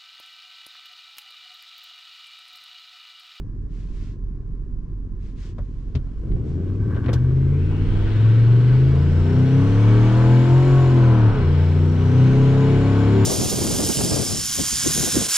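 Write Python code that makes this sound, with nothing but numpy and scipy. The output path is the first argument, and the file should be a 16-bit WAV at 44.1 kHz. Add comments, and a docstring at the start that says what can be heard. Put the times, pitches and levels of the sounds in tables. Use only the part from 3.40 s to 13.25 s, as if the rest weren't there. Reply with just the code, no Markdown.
"""Inside a turbocharged V8 truck

The engine idles, pulls away hard, changes up once and pulls again. Unevenly spaced exhaust pulses, summed
as harmonics of the cycle, boom in the cab. Filtered noise pulsing with the firings makes rumble, burble,
clatter and intake hiss; the turbo sighs, then whistles as a swept tone. A fan and small motors run on.
A sleeve rustles in noise strokes, a pedal thumps as decaying modes, and trim rattles at moving off."""
import sys
import numpy as np
from scipy.fft import rfft, irfft, next_fast_len
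from scipy.io import wavfile
from scipy.ndimage import map_coordinates

SR = 44100
rng = np.random.default_rng(int(sys.argv[2]) if len(sys.argv) > 2 else 0)


def store_pcm(level_fs):
    """Save levels as 16-bit WAV."""
    pcm = np.round(np.clip(level_fs, -1, 1) * 32767).astype(np.int16)
    wavfile.write(sys.argv[1], SR, np.atleast_2d(pcm).T)


N = 434385
TIME = np.arange(N) / SR  # s

# engine speed: (time [s], speed [rpm])
ENGINE_SPEED = [(0.0, 625.5), (2.69, 632.5), (3.26, 1384), (3.837, 1907), (4.7, 2474), (4.87, 2664),
                (5.3, 2982), (5.75, 3503), (6.45, 4396), (6.84, 4865), (7.287, 5390), (7.607, 5083),
                (7.88, 4397), (8.06, 3470), (8.413, 3596), (9.093, 3987), (9.42, 4104), (9.85, 4240)]
# the driver's foot: (time [s], throttle opening [0-1])
THROTTLE = [(2.65, 0.06), (3.1, 0.17), (4.15, 0.45), (4.7, 1), (5.7, 0.74), (6.7, 1), (7.3, 0.87),
            (8.2, 0.95), (8.5, 0.72), (8.8, 0.96), (9.85, 1)]
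# speed of the turbo: (time [s], whistle [Hz])
TURBO_SPEED = [(2.7, 300), (3.85, 1700), (4.9, 3900), (5.5, 4750), (6, 5620), (6.5, 6280), (6.9, 6760),
               (7.2, 6980), (7.47, 7020), (7.9, 5500), (8.1, 5130), (8.35, 5220), (8.6, 5860), (9, 6540),
               (9.4, 6890), (9.85, 7010)]
# booming orders of the four-stroke cycle, each in its own speed ranges:
# (order [cycles], from [rpm], to [rpm], edge [rpm], level [dB])
BOOM_RANGES = [(3, 1200, 3900, 69, -34.5), (3, 3270, 3723, 120, -10.5), (3, 4090, 6000, 76, -10.5),
               (4, 2400, 5700, 65, -39), (4, 3900, 4300, 87, -24), (4, 3750, 4090, 36, -11),
               (5, 1830, 3870, 190, -17), (5, 2520, 3297, 160, -8), (5, 3800, 5150, 110, -23),
               (8, 260, 1300, 110, -28.5), (8, 1160, 2380, 60, -23), (8, 1760, 2150, 30, -14.5),
               (8, 2400, 4000, 72, -33), (8, 3640, 4367, 79, -21), (8, 4225, 5700, 54, -23.5),
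               (9, 2650, 2500, 57, -27), (16, 3030, 3300, 50, -31.5)]
# weaker exhaust orders: (order [cycles], relative level [dB])
WEAK_ORDERS = [(1.0, 9.5), (2.0, 2.5), (6.0, 4), (7.0, 0), (9.0, 1), (10.0, -2.5), (11.0, 5.5), (12.0, -1),
               (13.0, 7.5), (14.0, 3.8), (15.0, -1), (16.0, 10), (17.0, 4.5), (18.0, -10), (19.0, 5.5),
               (20.0, -11.5), (21.0, 7.5), (22.0, 4), (23.0, -2), (24.0, 2.5), (25.0, 1.5), (26.0, 1.5),
               (27.0, -1), (28.0, -6), (29.0, -10), (30.0, 1.5), (31.0, -7), (32.0, -4.5)]
# their path through pipe and cab: (frequency [Hz], gain [dB])
PIPE_RESPONSE = [(30, -12), (70, -2), (130, 7), (180, -1), (230, 0), (280, -1.5), (350, -5.5), (440, -4),
                 (520, -18), (620, -21), (720, -21), (900, -20), (1150, -23), (1500, -29)]
# chassis heaves: (time [s], half length [s], level [dB])
CHASSIS_HEAVES = [(2.915, 0.076, -25), (4.203, .25, -31), (4.578, .14, -23), (5.699, .2, -33.5),
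                  (6.403, 0.14, -32.5), (7.969, .12, -27)]
# engine speeds at which the clatter flares or thins: (speed [rpm], half width [rpm], change [dB])
CLATTER_FLARES = [(3560, 200, -1), (4820, 310, 4)]
# strokes of the sleeve: (start [s], length [s], level [dB])
SLEEVE_STROKES = [(0.28, 0.24, -61), (0.466, 0.31, -57.5), (1.78, 0.18, -62.5), (1.948, 0.19, -54.5),
                  (2.02, 0.68, -69), (3.02, 0.16, -62)]
# pedal, driveline and trim knocks:
# (time [s], click [dB], click brightness [dB/octave], relative knock [dB], relative thump [dB])
CONTACTS = [(2.182, -56, 4, -42, -27), (2.551, -37.5, -1, -43.5, -13.5), (2.887, -68, -1, -56, -26),
            (2.915, -51, -8, -60, -34.5), (3.28, -57, -3, -69, -52.5), (3.545, -50, -6, -52, -47.5),
            (3.562, -45, -11, -40, -38), (3.64, -41.5, -12.5, -51.5, -44), (3.659, -39, -8, -42, -30.5),
            (3.682, -34.5, -14, -35.5, -42.5), (3.69, -35, -15.5, -32.5, -43),
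            (3.73, -35.5, 8, -36.5, -49.5), (3.735, -41, 6.5, -50, -38)]
# modes of the floor pan: (frequency [Hz], relative level [dB], decay by 60 dB [s])
FLOORPAN_MODES = [(80.5, 2.5, 0.12), (131, -2.5, 0.18), (244.5, -5.5, 0.07), (408, -11, 0.066)]
# firewall and dash resonances: (frequency [Hz], width [Hz], gain [dB])
DASH_RESONANCES = [(540, 59, 2), (690.6, 33, 5.5), (820, 30, 2.5), (897, 72, 6), (1008, 66, 8),
                   (1119, 64, 9), (1304, 220, 7), (1476, 61, 10), (1563, 83, 9.5), (1680, 45, 6.5),
                   (1835, 97, 3.5), (2040, 35, 4.5), (2089, 31, -1.5), (2250, 19, 10.5), (2880, 90, 2.5),
                   (3080, 76, 3.5), (3340, 42, 5), (3420, 52, 1.5), (3820, 74, 4), (4110, 71, 5),
                   (4270, 40, 7.5), (4990, 81, 4.5), (5300, 120, 4), (5700, 260, 4)]
# small electric motors: (frequency [Hz], relative level [dB])
MOTOR_WHINE = [(931.3, -91.5), (1044, -75), (1120, -91.5), (1680, -83)]

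# noise colours, each: (frequency [Hz], relative density [dB per Hz])
RUMBLE_COLOUR = [(6, -28.5), (15, -6.5), (27, 1), (45, -3.5), (65, -6.5), (100, -32.5), (200, -86.5)]
BURBLE_COLOUR = [(40, -37.5), (68, -5.5), (88, 3), (125, -1.5), (165, -6), (205, -10), (240, -9.5),
                 (300, -12.5), (410, -19.5), (490, -30.5), (620, -40), (1000, -59), (2000, -110)]
CLATTER_COLOUR = [(250, -40.5), (420, 10), (550, 3), (900, -1.5), (1300, -7), (1700, -15.5), (3000, -58.5)]
INTAKE_COLOUR = [(800, -31.5), (1300, -6), (1550, -4), (1900, -2), (2900, -3.5), (4200, -11.5), (5200, -20),
                 (8000, -56.5)]
AIR_COLOUR = [(2500, -30), (4300, -2), (5400, 0), (6000, -3), (7000, -2.5), (8300, -5), (9500, -14),
              (11000, -18), (15000, -31)]
CLOTH_COLOUR = [(900, -4), (2000, 0.5), (3300, -1.5), (6000, -5.5), (8000, -11.5), (10000, -24),
                (15000, -44)]
FAN_COLOUR = [(200, -15.5), (500, 0), (800, -4), (1100, 2), (1400, -5), (1650, -4.5), (2000, -10.5),
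              (3500, -19), (5500, -17), (8000, -25), (11000, -40), (15000, -51.5)]
CLICK_COLOUR = [(400, -37), (1400, -5), (3300, 2), (6000, -10), (9000, -25), (14000, -38)]
KNOCK_COLOUR = [(150, -20), (400, 11.5), (800, -6), (1500, -8), (2500, -26), (6000, -54)]
TRIM_COLOUR = [(600, -31), (770, -4.5), (900, -15), (1130, -2), (1300, -15.5), (1560, -3.5), (1750, -9.5),
               (2200, -16.5), (3200, -42)]

# how each layer follows the engine: (level flat out [dB], speed [dB per doubling],
# no boost to full [dB], shut throttle to open [dB], extra in the gear change [dB])
EXHAUST_LAW = (-30.5, -0.44, 18.5, 0.5, -1.5)
BURBLE_LAW = (-32.5, -2, 0.7, -0.3, -0.5)
ROAR_LAW = (-36.5, 0, 3, -3, 1.5)
CLATTER_LAW = (-33, 4, 7, 12.5, 6)
INTAKE_LAW = (-37.5, 4, 1.05, 19.5, -1)
AIR_LAW = (-52, 4.3, 6, 6, -3.8)
WHISTLE_LAW = (-59.5, -2, 6.5, 6.5, -3.5)

# likeness of the two sides of a diffuse noise: (frequency [Hz], correlation [0-1])
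LIKENESS = [(60, .99), (250, .97), (500, .8), (1100, .92), (2500, .68), (5000, .3), (10000, .25)]
# left level above right: (frequency [Hz], difference [dB])
LEFT_LEAN = [(30, -7), (60, 2.1), (130, 1.4), (290, 2.5), (640, 1.5), (1410, 1), (3100, 4), (7000, 0.5)]
# left phase behind right: (frequency [Hz], lag [radians])
LEFT_LAG = [(50, .02), (130, 0.22), (300, 0.37), (600, 0.41), (950, .2), (1550, 0.66), (6400, .8)]

TOP_HZ = 15700  # band limit
FULL_RPM, FULL_BOOST_HZ = 5000, 7000  # engine speed and whistle that count as flat out
LAUNCH_S, LAUNCH_RISE_S = 2.78, .12
SHIFT_S, SHIFT_WIDTH_S = 7.82, .28
BITE_S, BITE_WIDTH_S, BITE_DB = 7.955, .05, -8  # the next gear bites and the boom ducks
IDLE_RUMBLE_DB, ROAD_RUMBLE_DB, IDLE_BURBLE_DB = -34, -35.5, -36.5
LUG_RPM, LUG_WIDTH_RPM, LUG_DB = 1730, 350, 5  # extra burble while the engine lugs
SPOOL_HZ, SPOOL_WIDTH_HZ, SPOOL_DB = 2790, 800, -54.5  # turbo speeds at which the compressor sighs
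BUZZ_S, BUZZ_DB, BUZZ_FADE_DB_PER_S = 3.666, -44, 46.5  # trim peak, and its fall to either side


def amp(db):
    """Logarithmic level: decibels become a pressure ratio."""
    return 10 ** (np.asarray(db) / 20)


def unit(x):
    """Energy normalisation: scale to rms 1."""
    return x / np.sqrt(np.mean(x ** 2) + 1e-20)


def along(points, hz):
    """Logarithmic pitch axis: read (Hz, value) points between knots."""
    f, v = np.transpose(points)
    return np.interp(np.log(hz + 1), np.log(f + 1), v)


def curves(rows):
    """Linear interpolation: one value per sample for each column after the time."""
    s, *columns = np.transpose(rows)
    return [np.interp(TIME, s, column) for column in columns]


def swell(x, centre, width):
    """Gaussian bell: 1 at the centre, 1/e one width away."""
    return np.exp(-((x - centre) / width) ** 2)


def wobble(rate):
    """Band-limited randomness: a smooth curve through rate random knots a second."""
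    knots = rng.standard_normal(int(N * rate / SR) + 4)
    coarse = np.arange(0, N + 16, 16)
    smooth = map_coordinates(knots, [coarse * rate / SR], mode="nearest")
    return np.interp(np.arange(N), coarse, smooth)


def filtered(x, response):
    """Linear filtering: multiply the spectrum by a response of frequency."""
    m = next_fast_len(N + SR // 4)
    return irfft(rfft(x, m) * response(np.fft.rfftfreq(m, 1 / SR)), m)[..., :N]


def panels(hz):
    """Modal transmission: narrow dash resonances stand above the flat leakage."""
    grid = np.arange(0, SR // 2, 4)
    db = sum(peak_db / (1 + (2 * (grid - centre) / width) ** 4)
             for centre, width, peak_db in DASH_RESONANCES)
    return amp(np.interp(hz, grid, db))


def rush(colour, through_dash=False):
    """Diffuse field: stereo noise of rms 1 whose sides grow less alike toward the treble."""
    def response(hz):
        turn = np.arccos(np.clip(along(LIKENESS, hz), -1, 1)) / 2
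        ring = panels(hz) if through_dash else 1
        return amp(along(colour, hz)) * ring * np.array([np.cos(turn), np.sin(turn)])
    mid, side = filtered(rng.standard_normal((2, N)), response)
    return unit(np.array([mid + side, mid - side]))


def boost():
    """Centrifugal compression: boost pressure grows with the square of turbo speed."""
    return (curves(TURBO_SPEED)[0] / FULL_BOOST_HZ) ** 2


def launched():
    """Load gate: 0 at idle, 1 once the engine pulls."""
    return np.clip((TIME - LAUNCH_S) / LAUNCH_RISE_S, 0, 1)


def level(law):
    """Source strength: a layer's dB follows engine speed, boost, throttle and the gear change."""
    full_db, speed_db, boost_db, throttle_db, shift_db = law
    rpm, = curves(ENGINE_SPEED)
    throttle, = curves(THROTTLE)
    db = full_db + speed_db * np.log2(rpm / FULL_RPM)
    db = db + boost_db * (boost() - 1) + throttle_db * (throttle - 1)
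    return db + shift_db * swell(TIME, SHIFT_S, SHIFT_WIDTH_S)


def crank(flutter):
    """Four-stroke kinematics: two turns make one cycle, whose angle advances with a slight flutter."""
    cycle_hz = curves(ENGINE_SPEED)[0] / 120
    angle = 2 * np.pi * np.cumsum(cycle_hz * (1 + flutter * wobble(25))) / SR
    return cycle_hz, angle


def throb(angle, firing, lope):
    """Pulsating flow: gas swells at each of eight firings, and with the strongest cylinders each cycle."""
    return unit(np.exp(firing * np.cos(8 * angle) + lope * (np.cos(3 * angle) + np.cos(angle))))


def boom(angle, waver_db):
    """Cavity resonance: uneven banks let orders 3, 4 and 5 take turns with the firing order in the cab."""
    rpm, = curves(ENGINE_SPEED)
    gains = {}
    for k, low, high, edge, db in BOOM_RANGES:
        above = 1 + np.tanh((rpm - low) / edge / 2)
        below = 1 + np.tanh((high - rpm) / edge / 2)
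        gain = amp(db) * above * below / 4
        gains[k] = np.maximum(gains.get(k, 0), gain)  # the louder range of an order wins
    out = 0
    for k, gain in gains.items():
        tone = np.sin(k * angle + rng.uniform(0, 2 * np.pi))
        out = out + gain * amp(waver_db * wobble(14)) * tone
    return amp(BITE_DB * swell(TIME, BITE_S, BITE_WIDTH_S)) * out


def shake(angle):
    """Turbulent flow noise: chassis rumble, and an exhaust that burbles and roars under load."""
    heaves = sum(amp(db) * swell(TIME, s, width) for s, width, db in CHASSIS_HEAVES)
    rumble = amp(IDLE_RUMBLE_DB + (ROAD_RUMBLE_DB - IDLE_RUMBLE_DB) * launched()) + heaves
    lug_db = LUG_DB * swell(curves(ENGINE_SPEED)[0], LUG_RPM, LUG_WIDTH_RPM)
    loaded = launched() * amp(level(BURBLE_LAW) + lug_db + 0.56 * wobble(7))
    burble = np.maximum(amp(IDLE_BURBLE_DB), loaded) * rush(BURBLE_COLOUR)
    # the roar is burble with its bass held back
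    bright = unit(filtered(rush(BURBLE_COLOUR), lambda hz: along([(220, 0.067), (420, 1)], hz)))
    roar = launched() * amp(level(ROAR_LAW)) * bright
    return rumble * rush(RUMBLE_COLOUR) + (burble + roar) * throb(angle, firing=0.32, lope=0.06)


def fan_and_motors():
    """Steady rotation: air noise from a soft fan, and near-pure tones from small electric motors."""
    turns = np.cumsum(1 + 0.0026 * wobble(11)) / SR
    whine = sum(amp(db + 4.5 + 2.5 * wobble(21)) * np.sin(2 * np.pi * hz * turns)
                for hz, db in MOTOR_WHINE)
    return whine + amp(-67) * rush(FAN_COLOUR)


def sleeve(grain_db):
    """Sliding friction: cloth moves over wheel and seat in short grainy strokes."""
    strokes = sum(amp(db) * np.sin(np.pi * np.clip((TIME - s) / length, 0, 1))
                  for s, length, db in SLEEVE_STROKES)
    return strokes * unit(rush(CLOTH_COLOUR) * amp(grain_db * wobble(150)))


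def knocks(click_t60, knock_t60, thump_rise):
    """Impact excitation: each contact clicks, knocks and may set decaying floor-pan modes ringing."""
    out = np.zeros((2, N))
    t = np.arange(SR // 4) / SR
    octaves = np.log2(np.clip(np.fft.rfftfreq(len(t), 1 / SR), 1000, None) / 3000)
    clicks, hollow = rush(CLICK_COLOUR), rush(KNOCK_COLOUR)
    modes = sum(amp(db - 60 * t / t60) * np.sin(2 * np.pi * hz * t) for hz, db, t60 in FLOORPAN_MODES)
    for s, click_db, bright_db, knock_db, thump_db in CONTACTS:
        start = round(s * SR)
        span = slice(start, start + len(t))
        click = unit(irfft(rfft(clicks[:, span]) * amp(bright_db * octaves), len(t)))
        click = click * amp(click_db - 60 * t / click_t60)
        knock = hollow[:, span] * amp(knock_db + 7.5 - 60 * t / knock_t60)
        thump = amp(thump_db + 2.5) * modes * (1 - np.exp(-t / thump_rise))
        out[:, span] += (click + knock) * (1 - np.exp(-t / 0.00097)) + thump
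    return out


def rasp(angle, count):
    """Periodicity: clatter repeated every cycle is a dense stack of orders sweeping the dash resonances."""
    phases = rng.uniform(0, 2 * np.pi, count) + 0.74 * rng.standard_normal((2, count))
    cycle = irfft(rng.rayleigh(size=count) * np.exp(1j * phases), 4096)
    place = (angle + .003 * wobble(60)) / (2 * np.pi) % 1 * cycle.shape[1]
    sides = np.array([np.interp(place, np.arange(len(side)), side) for side in cycle])
    return unit(filtered(sides, lambda hz: amp(along(CLATTER_COLOUR, hz)) * panels(hz)))


def engine_bay(cycle_hz, angle):
    """Amplitude modulation: clatter and intake rush pass the dash, pulsing with the firings."""
    rpm, = curves(ENGINE_SPEED)
    opened = np.interp(TIME, [2.2, 2.7], [0, 1])
    flares_db = sum(db * swell(rpm, centre, width) for centre, width, db in CLATTER_FLARES)
    clatter_db = level(CLATTER_LAW) + flares_db + 1.3 * wobble(12)
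    intake_db = level(INTAKE_LAW) + 0.4 * wobble(10)
    # the faster the engine turns, the more alike its cycles become
    regular = .85 * cycle_hz / cycle_hz.max()
    loose = rush(CLATTER_COLOUR, through_dash=True) * throb(angle, firing=0.48, lope=.14)
    clatter = np.sqrt(regular) * rasp(angle, count=160) + np.sqrt(1 - regular) * loose
    intake = rush(INTAKE_COLOUR, through_dash=True) * throb(angle, firing=0.082, lope=0.054)
    air = rush(AIR_COLOUR, through_dash=True) * throb(angle, firing=.15, lope=0.069)
    return opened * (amp(clatter_db) * clatter + amp(intake_db) * intake + amp(level(AIR_LAW)) * air)


def exhaust(cycle_hz, angle, waver_db, rough, spread):
    """Harmonic series: weaker orders sweep the pipe response; uneven combustion roughens high ones most."""
    out = np.zeros((2, N))
    scatter = rough * wobble(70) + .008 * wobble(200)
    for k, db in WEAK_ORDERS:
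        gain = amp(db + along(PIPE_RESPONSE, k * cycle_hz) + waver_db * wobble(9))
        phase = k * (angle + scatter) + rng.uniform(0, 2 * np.pi)
        apart = spread * k * rng.standard_normal()  # short waves reach the two sides out of step
        out += gain * np.array([np.sin(phase + apart), np.sin(phase - apart)])
    # the high orders flare and fade as they cross the dash resonances
    return filtered(out * launched() * amp(level(EXHAUST_LAW)), panels)


def turbo(waver):
    """Blade-passing tone: the compressor sighs in a narrow band, then hardens to a tone as boost builds."""
    hz, = curves(TURBO_SPEED)
    breathy = np.interp(boost(), [.4, .95], [.97, .4])
    phase = 2 * np.pi * np.cumsum(hz * (1 + waver * wobble(40))) / SR

    def band(rate):
        """Quadrature modulation: noise about as wide as the knot rate, centred on the whistle."""
        return unit(np.array([wobble(rate) * np.sin(phase) + wobble(rate) * np.cos(phase)
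                              for _ in range(2)]))

    tone = unit(np.array([(1 + 0.46 * wobble(25)) * np.sin(phase) for _ in range(2)]))
    mixed = np.sqrt(1 - breathy) * tone + np.sqrt(breathy) * band(230)
    whistle = launched() * amp(level(WHISTLE_LAW)) * mixed
    sigh = amp(SPOOL_DB) * swell(hz, SPOOL_HZ, SPOOL_WIDTH_HZ) * band(600)
    return whistle + sigh


def trim_buzz(angle):
    """Forced vibration: under load at low revs the firings shake a loose piece of the dash."""
    db = BUZZ_DB - BUZZ_FADE_DB_PER_S * np.abs(TIME - BUZZ_S)
    buzz = rush(TRIM_COLOUR, through_dash=True) * throb(angle, firing=.5, lope=.2)
    return amp(db + 3.6 * wobble(25)) * buzz


def scene():
    """Superposition: all sources add at the driver's seat."""
    cycle_hz, angle = crank(flutter=.0015)  # fraction of speed
    engine = boom(angle, waver_db=1.05)
    engine = engine + exhaust(cycle_hz, angle, waver_db=3.5, rough=0.0098, spread=0.0078)  # radians
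    noise = shake(angle) + engine_bay(cycle_hz, angle) + fan_and_motors()
    cab = sleeve(grain_db=0.5) + knocks(click_t60=0.071, knock_t60=0.11, thump_rise=0.0049)  # s
    return engine + noise + turbo(waver=.001) + trim_buzz(angle) + cab


def record(dry):
    """Interchannel difference: level and phase part the two sides, below the band limit."""
    side = np.array([[1], [-1]])  # left, right

    def response(hz):
        lean = amp(side * along(LEFT_LEAN, hz) / 2)
        lag = np.exp(-1j * side * along(LEFT_LAG, hz) / 2)
        return lean * lag * (hz < TOP_HZ)

    return filtered(dry, response)


dry = scene()
out = record(dry)
store_pcm(out)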